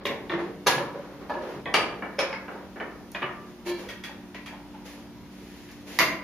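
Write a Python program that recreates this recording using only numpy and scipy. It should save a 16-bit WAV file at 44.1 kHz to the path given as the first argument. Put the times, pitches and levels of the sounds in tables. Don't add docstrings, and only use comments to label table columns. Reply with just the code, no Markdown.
import sys
import numpy as np
from scipy import signal
from scipy.fft import rfft, irfft, next_fast_len
from scipy.io import wavfile
from scipy.ndimage import uniform_filter1d

SR = 44100
rng = np.random.default_rng(int(sys.argv[2]) if len(sys.argv) > 2 else 0)


def generate_wav(signal):
    frames = np.transpose(np.atleast_2d(signal))
    scaled = np.clip(frames, -1, 1) * 32767
    pcm = np.round(scaled).astype(np.int16)
    wavfile.write(sys.argv[1], SR, pcm)


def nominal_scale(level):
    x = np.asarray(level, float) / 20
    return 10 ** x


N = 275051

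# (frequency [Hz], level [dB per Hz])
RUBBING_HISS = [(880, -70), (1500, -13), (1740, 9), (7450, -1.5), (8130, -18), (8540, -15), (9890, -7),
                (15500, -24.5)]


def evened(x):
    return x / np.sqrt(np.mean(x ** 2) + 1e-20)


def read(points, hz):
    f, value = np.transpose(points)
    return np.interp(np.log(hz + 1), np.log(f + 1), value)


def add(mix, s, sound):
    part = mix[..., round(s * SR):][..., :sound.shape[-1]]
    part += sound[..., :part.shape[-1]]


def colour(x, points):
    log_gain = np.log(nominal_scale(read(points, abs(np.fft.fftfreq(4096, 1 / SR)))))
    taps = np.fft.ifft(np.exp(signal.hilbert(log_gain).conj())).real[:2048]
    taps = taps.reshape((1,) * (x.ndim - 1) + (-1,))
    return signal.oaconvolve(x, taps, axes=-1)[..., :x.shape[-1]]


def diffuse(size, db_of, patchy_db, frame):
    # (frequency [Hz], likeness [-1 to 1])
    port_likeness = [(30., 1), (90., 0.2), (140., 0.77), (400., 0.93), (800., 0.835), (2000., 0.54),
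                     (4000., -0.1), (15000., 0.12)]
    hop, bins = frame // 4, frame // 2 + 1
    hz = np.fft.rfftfreq(frame, 1 / SR)[:, None]
    t = np.arange(size // hop + 5) * hop / SR
    a, b, c, d, patches = rng.standard_normal((len(t), bins, 5)).T
    patches = uniform_filter1d(patches, size=10, axis=0)
    patches = evened(uniform_filter1d(patches, size=10, axis=1))
    same = np.clip(read(port_likeness, hz), -1, 1)
    mid, side = a + 1j * b, c + 1j * d
    left_right = np.array([1, -1])[:, None, None]
    z = np.sqrt(1 + same) * mid + left_right * np.sqrt(1 - same) * side
    z *= nominal_scale(db_of(hz, t) + patchy_db * patches)
    return signal.istft(z, nperseg=frame, noverlap=frame - hop)[1][:, :size]


def shop_air():
    # (frequency [Hz], level [dB per Hz])
    air_colour = [(15, -61), (25, -24), (70, -4.5), (160, -9), (352, -7), (403, -12.5), (5520, -29),
                  (15800, -50.5)]
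    # (frequency [Hz], waver [Hz], level [dB])
    fan_tones = [(57.2, 11, -61), (141.7, 19, -65), (166.4, 2.2, -60.5), (193.3, 21, -49.5),
                 (231.5, 11, -52), (290, 2, -51.5), (357.6, 10, -56), (962, 17, -64.5)]
    air = diffuse(N, lambda hz, t: read(air_colour, hz), 0.99, frame=2048)
    above_rumble = signal.sosfilt(signal.butter(4, 400, "high", fs=SR, output="sos"), air)
    air *= nominal_scale(-54) / np.std(above_rumble)
    t, drift_hz = np.arange(N) / SR, np.fft.fftfreq(N, 1 / SR)
    for hz, waver_hz, db in fan_tones:
        spectrum = np.fft.fft(rng.standard_normal(N)) * np.exp(2j * np.pi * rng.random(N))
        waver = np.fft.ifft(spectrum / (1 + (2 * drift_hz / waver_hz) ** 2))
        tone = (1 + 0.5 * waver / np.std(waver)) * np.exp(2j * np.pi * hz * t)
        air += nominal_scale(db) * tone.real
    return air


def scuffs():
    # (start [s], press [s], ease [s], hiss level [dB], murmur level [dB])
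    strokes = [(0., 0.0096, 0.0174, -92, -41), (.36, 0.057, 0.093, -85, -40),
               (.93, 0.027, 0.27, -100.5, -44), (1.199, 0.11, 0.078, -102, -48),
               (1.4, 0.12, 0.09, -82, -38.5), (2.5, 0.0134, 0.15, -91, -45), (3.44, 0.062, 0.106, -88, -83),
               (3.648, 0.05, 0.034, -65.5, -42), (3.771, 0.017, 0.16, -74, -43.5),
               (4.841, 0.017, 0.21, -73.5, -51.5), (5.3, 0.29, 0.45, -80.5, -67),
               (5.859, 0.107, 0.165, -71, -48)]
    # (frequency [Hz], level [dB per Hz])
    wood_murmur = [(250, -62), (264, -1), (563, 2), (626, -7.5), (933, -7), (1430, -10), (6000, -32.5),
                   (7800, -92.5)]
    out = np.zeros((2, N))
    hiss = evened(diffuse(N, lambda hz, t: read(RUBBING_HISS, hz), 0.33, frame=256))
    murmur = evened(diffuse(N, lambda hz, t: read(wood_murmur, hz), 1.0, frame=512))
    for start, press_s, ease_s, hiss_db, murmur_db in strokes:
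        stroke_s = press_s + ease_s
        t = np.arange(0, stroke_s + 0.1, 1 / SR)
        at = round(start * SR) + np.arange(len(t))
        pressure = np.interp(t, [0, press_s, stroke_s], [0.68, 1, 0.28])
        sound = nominal_scale(hiss_db + 26.0) * pressure ** 1.7 * hiss[:, at]
        sound += nominal_scale(murmur_db) * pressure ** 0.59 * murmur[:, at]
        edge = np.minimum(t / 0.022, 1) * nominal_scale(-300 * np.maximum(t - stroke_s, 0))
        add(out, start, sound * edge)
    return out


def shop_tail():
    # (frequency [Hz], time [s])
    fade_times = [(120, 1), (320, 1), (840, 0.68), (2210, 0.51), (5820, 0.36)]
    size = 3 * SR // 4
    t = np.arange(size) / SR
    tail = diffuse(size, lambda hz, t: -60 * t / read(fade_times, hz), 0.4, frame=256)
    build_up = 1 - np.exp(-(t / 0.0073) ** 2)
    early_echoes = 1 + 0.28 * np.exp(-t / 0.04)
    tail *= build_up * early_echoes
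    return tail / np.linalg.norm(tail[0])


def blow(crack, modes, db, contact_ms, ring_db):
    # (frequency [Hz], level [dB])
    port_difference = [(300., -41), (1000., -15), (2500., -6.5), (5000., -7), (15000., 0)]
    t = np.arange(SR // 5) / SR
    touch = np.exp(-t * 3000 / contact_ms) * (1 - np.exp(-t * 9000 / contact_ms))
    both, unlike = colour(rng.standard_normal((2, len(t))) * touch, crack)
    hz, width, peak_db = np.transpose(modes)[:, :, None]
    width = np.maximum(width, 16)
    start = rng.random((2, len(modes), 1))
    pair = np.sin(2 * np.pi * (hz * t + start[0]))
    pair += 0.14 * np.sin(2 * np.pi * ((hz + 1.234 * width) * t + start[1]))
    ring = (nominal_scale(peak_db) * width * np.exp(-np.pi * width * t) * pair).sum(axis=0)
    ring = nominal_scale(ring_db) * evened(ring * (1 - np.exp(-t * 6000 / contact_ms)))
    direct = evened(both) + ring
    pulse = evened(colour(signal.unit_impulse(len(t)), crack))
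    spread = pulse + nominal_scale(-2.5) * ring * np.exp(-t / 0.026)
    difference = colour(evened(unlike), port_difference)
    loudest = np.sqrt(uniform_filter1d(direct ** 2, size=130).max())
    return nominal_scale(db - 7.5) / loudest * np.array([direct, difference, spread])


def knocks():
    # (time [s], peak level [dB], ring over crack [dB])
    rail = ([(120, -14), (552, -14.5), (1410, -19.5), (1950, -8.5), (7760, -33), (8420, -47),
             (12900, -40.5), (13700, -89)], [(410, 54, -2.5), (576, 13, -4), (1084, 88.5, -4),
             (1846, 36.5, -9), (1982.5, 39, -7), (2340, 110, -26), (2870, 63.5, -9), (3340, 125, -6),
             (3700, 200, -8.5), (2510, 100, -20), (12550, 50, -36), (15100, 50, -45)], (18.7, 2.9, -0.37),
             [(0.053, -15.5, 4), (0.066, -21, -2)])
    knuckle = ([(150, -15), (300, -2), (550, -8), (900, -2.5), (2000, -33), (8000, -79.5)], [(430, 65, 3.3),
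                (554, 13.1, 2.8)], (28.8, 0.89, 0.), [(0.102, -21.5, 5.2), (0.205, -30.5, 3.4),
                (4.975, -41.5, 1.5), (5.04, -43, 1.5), (5.88, -41, 1.5), (5.42, -49, 1.5)])
    trestle = ([(70., -51), (140., -10), (240., -24), (420., -11), (900., -86.5)], [(142.7, 13, -5),
                (177, 13, -48)], (25, 1, 0.), [(0.199, -38.5, 2.3), (0.499, -40, 3.4), (0.759, -27.5, 18),
                (1.549, -36, 1.9), (1.929, -30, 2.6), (3.231, -35, 9), (5.42, -41, 2.7)])
    board = ([(120, -5), (200, 4), (260, -46), (346, 3.5), (1950, -5.5), (5610, -27), (8250, -48.5),
              (15500, -56)], [(345, 10.5, -1.5), (1107, 35, -7.5), (1825, 55, -3.5), (2024, 33, -10.5),
              (2360, 110, -10.5), (2800, 38, -13), (3480, 390, -6), (4000, 200, -20)], (35, 3.8, -.6),
              [(0.296, -21, 3.5), (0.316, -24.5, -4), (0.334, -27, -5), (0.389, -31, -21)])
    clamp_bar = ([(120, -18), (975, -9), (4570, -13), (7450, -19.5), (8250, -41.5), (9710, -23),
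                  (12900, -35), (15500, -73)], [(550, 100, 4.5), (991, 38, 7.5), (1194, 54, 6.5),
                  (790, 34, 4), (1654, 41, 8), (2330, 77, 1.5), (2730, 77, -2), (3140, 85, -21),
                  (3550, 51, -15), (3920, 48, -7), (4510, 120, 0.5), (5050, 50, -13), (6084, 59, 0.5)],
                  (29, 4.3, 0.194), [(0.663, -19, 40), (0.667, -8.5, 1.7)])
    clamp_body = ([(150, -39), (350, 1), (560, -1), (800, -9), (1500, -46), (8000, -89)], [(551, 22, -2),
                   (576, 15, -3), (445, 61, -7)], (23.8, -7.5, 0.), [(0.665, -19, 7.1), (0.712, -29.5, 9.8),
                   (0.795, -24, 19), (0.955, -25.5, 9.1), (2.185, -18.5, 22), (2.202, -27, 12),
                   (2.228, -17, 8), (2.29, -31, 9.2), (0.985, -30.5, 16)])
    panel = ([(120, -34.5), (184, -19), (260, -51), (955, -7.5), (4760, -33), (8250, -53), (9130, -61),
              (15500, -63.5)], [(356, 13, 6.5), (560, 40, 2), (910, 93, -14), (1706, 40, -1.5)],
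              (20, 2.9, 0.), [(0.779, -19, 2.6), (1.339, -30, 3.5), (1.366, -25.5, 15), (1.385, -32, 10)])
    ledge = ([(120, -39), (184, -24), (260, -18), (955, -15.5), (2000, -30.5), (4760, -41.5), (8250, -61),
              (15500, -69)], [(604, 39, -0.5), (715, 51, -17), (850, 24, 0), (965, 39, -2.5),
              (1280, 52, -10), (1721, 84, -8.5), (4680, 320, -26)], (15, 2.6, 0.), [(1.2955, -23, 3.6),
              (1.302, -21, 3.2), (1.318, -24, 5)])
    pin = ([(300, -30.5), (1000, -10), (2500, -13), (4000, -4.5), (6000, -7), (8000, -32), (15500, -45)],
            [(4100, 90, -4), (2600, 90, 0.5)], (11.6, 2, 0.), [(1.337, -43, 2), (1.4205, -50, 0)])
    jaw = ([(120, 13), (955, 15.5), (1300, -4), (1910, 11.5), (6600, -37), (8250, -75), (8770, -46),
            (15500, -45.5)], [(970, 20, -4), (1127, 24, -7), (1440, 31, -29), (1600, 25, -15),
            (1860, 28, -3.5), (2020, 88, -6), (2260, 32.5, -11), (2515, 34, -12), (3000, 48, -25.5),
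            (3330, 400, -9), (4080, 60, -30)], (18, 6, -0.32), [(1.657, -22, 2.9)])
    straight_edge = ([(120, -16), (383, -5), (690, -3.5), (2240, -5.5), (2870, -7), (6870, -22.5),
                      (11000, -38), (15500, -53)], [(385, 25.4, -4.5), (860, 16, -4), (1244.6, 53, -7),
                      (1624, 30, -7.5), (2220, 137, -2.5), (2328, 130, -2), (2826, 140, 0), (3330, 180, -9),
                      (3680, 94, -25), (4670, 33, -3), (5660, 370, -8), (7900, 54, -17.5), (9350, 51, -23),
                      (10800, 130, -24)], (19, 5.2, -0.39), [(1.7398, -8, 1.2), (1.758, -22, 3.5),
                      (1.776, -23, 6.8), (1.788, -28, 3)])
    sliding_part = ([(120, -30), (200, -3), (1480, -4), (1710, -5), (7090, -50), (8050, -70), (9140, -50),
                     (15500, -60.5)], [(355, 30, -9), (1145, 71, -6), (1680, 56, -2.5), (1755, 89, -7),
                     (2280, 89, -6), (2860, 62, -11.5)], (10.6, 5.42, .1), [(2.023, -22.5, 0.5),
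                     (2.48, -30, -6.5)])
    screw = ([(120, -28), (563, -10), (1690, -11), (5270, -20.5), (6870, -26.5), (8080, -49), (9510, -39),
              (15500, -58)], [(380, 24, -11), (552, 40, 0), (806, 70, -7), (1090, 45, -10),
              (1785, 25, -2.5), (2290, 158, -0.5), (2510, 120, -4), (3132, 95, -10.5), (3360, 64, -9.5),
              (5225, 110, -1.5), (9750, 35, -19.5)], (14.7, 5.9, -.2), [(2.184, -31, 10.7),
              (2.189, -15.5, 1.9), (2.203, -21, 4.2)])
    lever = ([(200, -22), (500, -22), (1000, -1.5), (2300, -1), (3500, -16), (5200, -15), (7800, -41.5),
              (15500, -56.5)], [(888, 26.7, -3), (1720, 36, -7), (2230.6, 75, 0), (2500, 80, -8),
              (5070, 73, -15)], (13, 5.1, -.2), [(2.327, -22.5, 4.2)])
    dull_thud = ([(200, -23), (306, 0), (347, -44), (784, 12.5), (1130, 1), (4000, -10.5), (5200, -38),
                  (8800, -120)], [(574, 106, -3), (778, 74, -3), (900, 95, -3.5), (1052, 330, -7)],
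                  (63, 5.3, -.3), [(2.559, -32.5, 17), (4.094, -33, 7), (4.524, -35.5, 0),
                  (4.537, -45, 3.5), (4.739, -41, -1.5)])
    handle = ([(120, -40), (200, 2), (1510, -1.5), (1740, -2), (6470, -41.5), (8200, -58.5), (8980, -54),
               (15500, -56)], [(900, 36, -12), (1750, 87, -0.5), (2320, 150, -2), (2950, 130, -8)],
               (31, 5.6, -.2), [(2.757, -33, -16), (2.8, -26, -2.5)])
    small_tick = ([(1180, -55.5), (2000, -41), (4040, 11), (6690, 13.5), (8080, -6), (10600, 0),
                   (15500, -13)], [(10230, 4900, -10.)], (11, 3.3, .9), [(3.1178, -40.5, 0),
                   (5.7134, -46.5, -27), (5.9885, -27, -9)])
    clamp_pad = ([(120, -13), (200, -11), (1170, -7), (1950, -4), (6960, -31.5), (8200, -65.5), (9140, -55),
                  (15500, -71.5)], [(3280, 300, -4), (593.7, 42, -4.5), (986, 130, -6), (1730, 30, -4.5),
                  (1903, 22, -2.5), (2473, 72, -1), (2860, 34, -10)], (24, 5.15, 0.), [(3.147, -22, 2.9)])
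    end_stop = ([(120, -66), (200, -16.5), (1210, -7), (2900, -13.5), (7620, -57), (8350, -64),
                 (8980, -53.5), (15500, -63.5)], [(1171, 50, 9.5), (1310, 55, -4), (376, 25, 6.5),
                 (590, 24, 0), (960, 71, 0), (1720, 120, 7), (2270, 75, 4), (2920, 40, 0)], (20, 0.87, .3),
                 [(3.2195, -23, -3), (3.225, -18, -0.5), (3.24, -21.5, 4), (3.262, -30, 9),
                 (3.305, -48, 10)])
    pawl = ([(240, -28), (400, -5), (595, -13), (1070, -8.5), (1880, 1.5), (6580, -13), (8150, -18),
             (15500, -34.5)], [(1915, 79, 2), (2240, 77, -4), (2770, 170, -6), (3360, 130, 0),
             (4850, 104, -7), (6032, 78, -10)], (19, 8.4, -.7), [(3.8871, -30.5, 1), (4.0367, -28.5, 0.5)])
    nut = ([(240, -24), (400, 1.5), (1280, -8.5), (1960, 2), (7210, -21), (8150, -44), (10900, -30),
            (15500, -57)], [(996.4, 36, 2), (1910, 54, 6), (2210, 83, 4), (3000, 100, -12)],
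            (18.6, 5.3, 0.54), [(4.3445, -32.5, -0.5), (4.36, -41, 0), (5.6875, -43.5, -34)])
    catch = ([(240, -23), (900, -4), (1500, -6), (2400, -2), (3400, -11), (6500, -17.5), (8150, -24),
              (15500, -41)], [(1865, 75, 0), (2310, 66, -2), (3230, 150, -3), (4570, 140, -9)],
              (27, 5.6, -.3), [(4.4595, -34, -4), (4.478, -37, 3)])
    hand_tool = ([(120, -7.5), (1460, -3.5), (5170, -7), (7200, -13.5), (8100, -28), (9000, -23.5),
                  (13500, -25), (14500, -48)], [(349, 64, -10), (664, 36, -4), (1005, 180, 0),
                  (1079.4, 65, -11), (1700, 56, -9), (1784, 47, -0.5), (1930, 78, 2.5), (2130, 140, 4),
                  (2313, 100, -3), (2730, 64, -6), (3500, 43, -25), (12450, 60, -26), (4820, 180, -4),
                  (6466, 150, -11)], (7.6, 6.7, -2.8), [(5.9882, -7, 6), (5.994, -14.5, 9.4),
                  (6.0015, -19, 2), (6.011, -29, 1.8), (6.027, -22, 3)])
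    struck_things = (rail, knuckle, trestle, board, clamp_bar, clamp_body, panel, ledge, pin, jaw,
                     straight_edge, sliding_part, screw, lever, dull_thud, handle, small_tick,
                     clamp_pad, end_stop, pawl, nut, catch, hand_tool)
    out = np.zeros((2, N))
    for crack, modes, (contact_ms, room_db, pan_db), blows in struck_things:
        tail = shop_tail()
        balance = nominal_scale([[pan_db / 2], [-pan_db / 2]])
        for s, db, ring_db in blows:
            direct, unlike, spread = blow(crack, modes, db, contact_ms, ring_db)
            add(out, s, (direct + [[1], [-1]] * unlike) * balance)
            add(out, s, nominal_scale(room_db) * signal.fftconvolve(spread[None], tail, axes=1))
    return signal.sosfilt(signal.butter(4, 105, "high", fs=SR, output="sos"), out)


def groan(start, length, hz, db, rasp_db):
    # (multiple of slip rate, level [dB])
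    overtones = [(1, -6.5), (2, -31), (3, -25.5), (4, -46.5), (5, -24), (6, -43)]
    # (frequency [Hz], level [dB])
    rasping_parts = [(587, -2.5), (946, 0), (1730, -6), (2310, 1), (3260, -3), (4050, -3), (4440, -5),
                     (2770, -2), (1340, -11)]
    share = np.arange(0, length, 1 / SR) / length
    wobble = 1 + 0.0089 * evened(uniform_filter1d(rng.standard_normal(len(share)), size=300))
    turns = np.cumsum(hz * wobble) / SR
    slips = sum(nominal_scale(d) * np.sin(2 * np.pi * k * turns) for k, d in overtones)
    t = np.arange(SR // 40) / SR
    parts = sum(nominal_scale(d) * np.sin(2 * np.pi * f * t) for f, d in rasping_parts)
    parts = parts * np.exp(-np.pi * 49 * t)
    pushes = np.exp(-(turns % 1) / 0.081) * (0.094 + rng.standard_normal(len(share)))
    rasp = evened(np.convolve(pushes, parts)[:len(share)])
    rasp = rasp + nominal_scale(-12.5) * evened(colour(rng.standard_normal(len(share)), RUBBING_HISS))
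    load_db = np.interp(share, [0, 0.5, 1], [-6, 0, -13.5])
    shaking = nominal_scale(db + load_db) * evened(slips)
    rasping = nominal_scale(rasp_db - 13 * share ** 2) * evened(rasp)
    near = np.array([shaking, rasping]) * signal.windows.tukey(len(share), 0.3)
    to_shop = (nominal_scale([[-12.0], [1.5]]) * near).sum(axis=0)
    out = np.zeros((2, N))
    add(out, start, near.sum(axis=0)[None] * nominal_scale(3.0))
    add(out, start, signal.fftconvolve(to_shop[None], shop_tail(), axes=1))
    return out


def scene():
    # (start [s], length [s], slip rate [Hz], top level [dB], rasp
    # level [dB])
    groans = [
        (0.322, 0.067, 345, -33.5, -75),
        (0.372, 0.11, 345, -34, -67),
        (0.421, 0.037, 345, -46, -62.5),
        (3.652, 0.14, 352.8, -32, -43),
    ]
    return shop_air() + scuffs() + knocks() + sum(groan(*row) for row in groans)


def top_cut(x):
    return signal.sosfilt(signal.butter(12, 16500, fs=SR, output="sos"), x)


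def record(dry):
    # (frequency [Hz], gain [dB])
    band_gap = [(7000., 0.5), (7700., -4.5), (8100., -9.5), (8550., -16), (8750., 8), (9100., 3.5),
                (15300., 13), (16200., -40.5)]
    # (frequency [Hz], level [dB])
    treble_mask = [(6000., -90.), (7500., -61), (10000., -65), (13500., -57), (15000., -53.5)]
    size = next_fast_len(N + 4096)
    gap = nominal_scale(read(band_gap, np.fft.rfftfreq(size, 1 / SR)))
    heard = irfft(rfft(dry, size) * gap, size)
    hz, t, z = signal.stft(heard, SR, nperseg=1024, noverlap=768)
    loud = np.sqrt((abs(z) ** 2).sum(axis=(0, 1)))
    masked = np.minimum(loud, np.roll(loud, 3)) * nominal_scale(read(treble_mask, hz))[:, None]
    near = np.sqrt(uniform_filter1d(abs(z) ** 2, size=5, axis=1))
    kept = z * np.clip(2 * near / masked - 1, 0.03, 1)
    kept *= nominal_scale(-9.0 * np.outer(hz > 5200, t < 0.04))
    mix = signal.istft(kept, SR, nperseg=1024, noverlap=768)[1][:, :N]
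    return top_cut(mix)


dry = scene()
out = record(dry)
generate_wav(out)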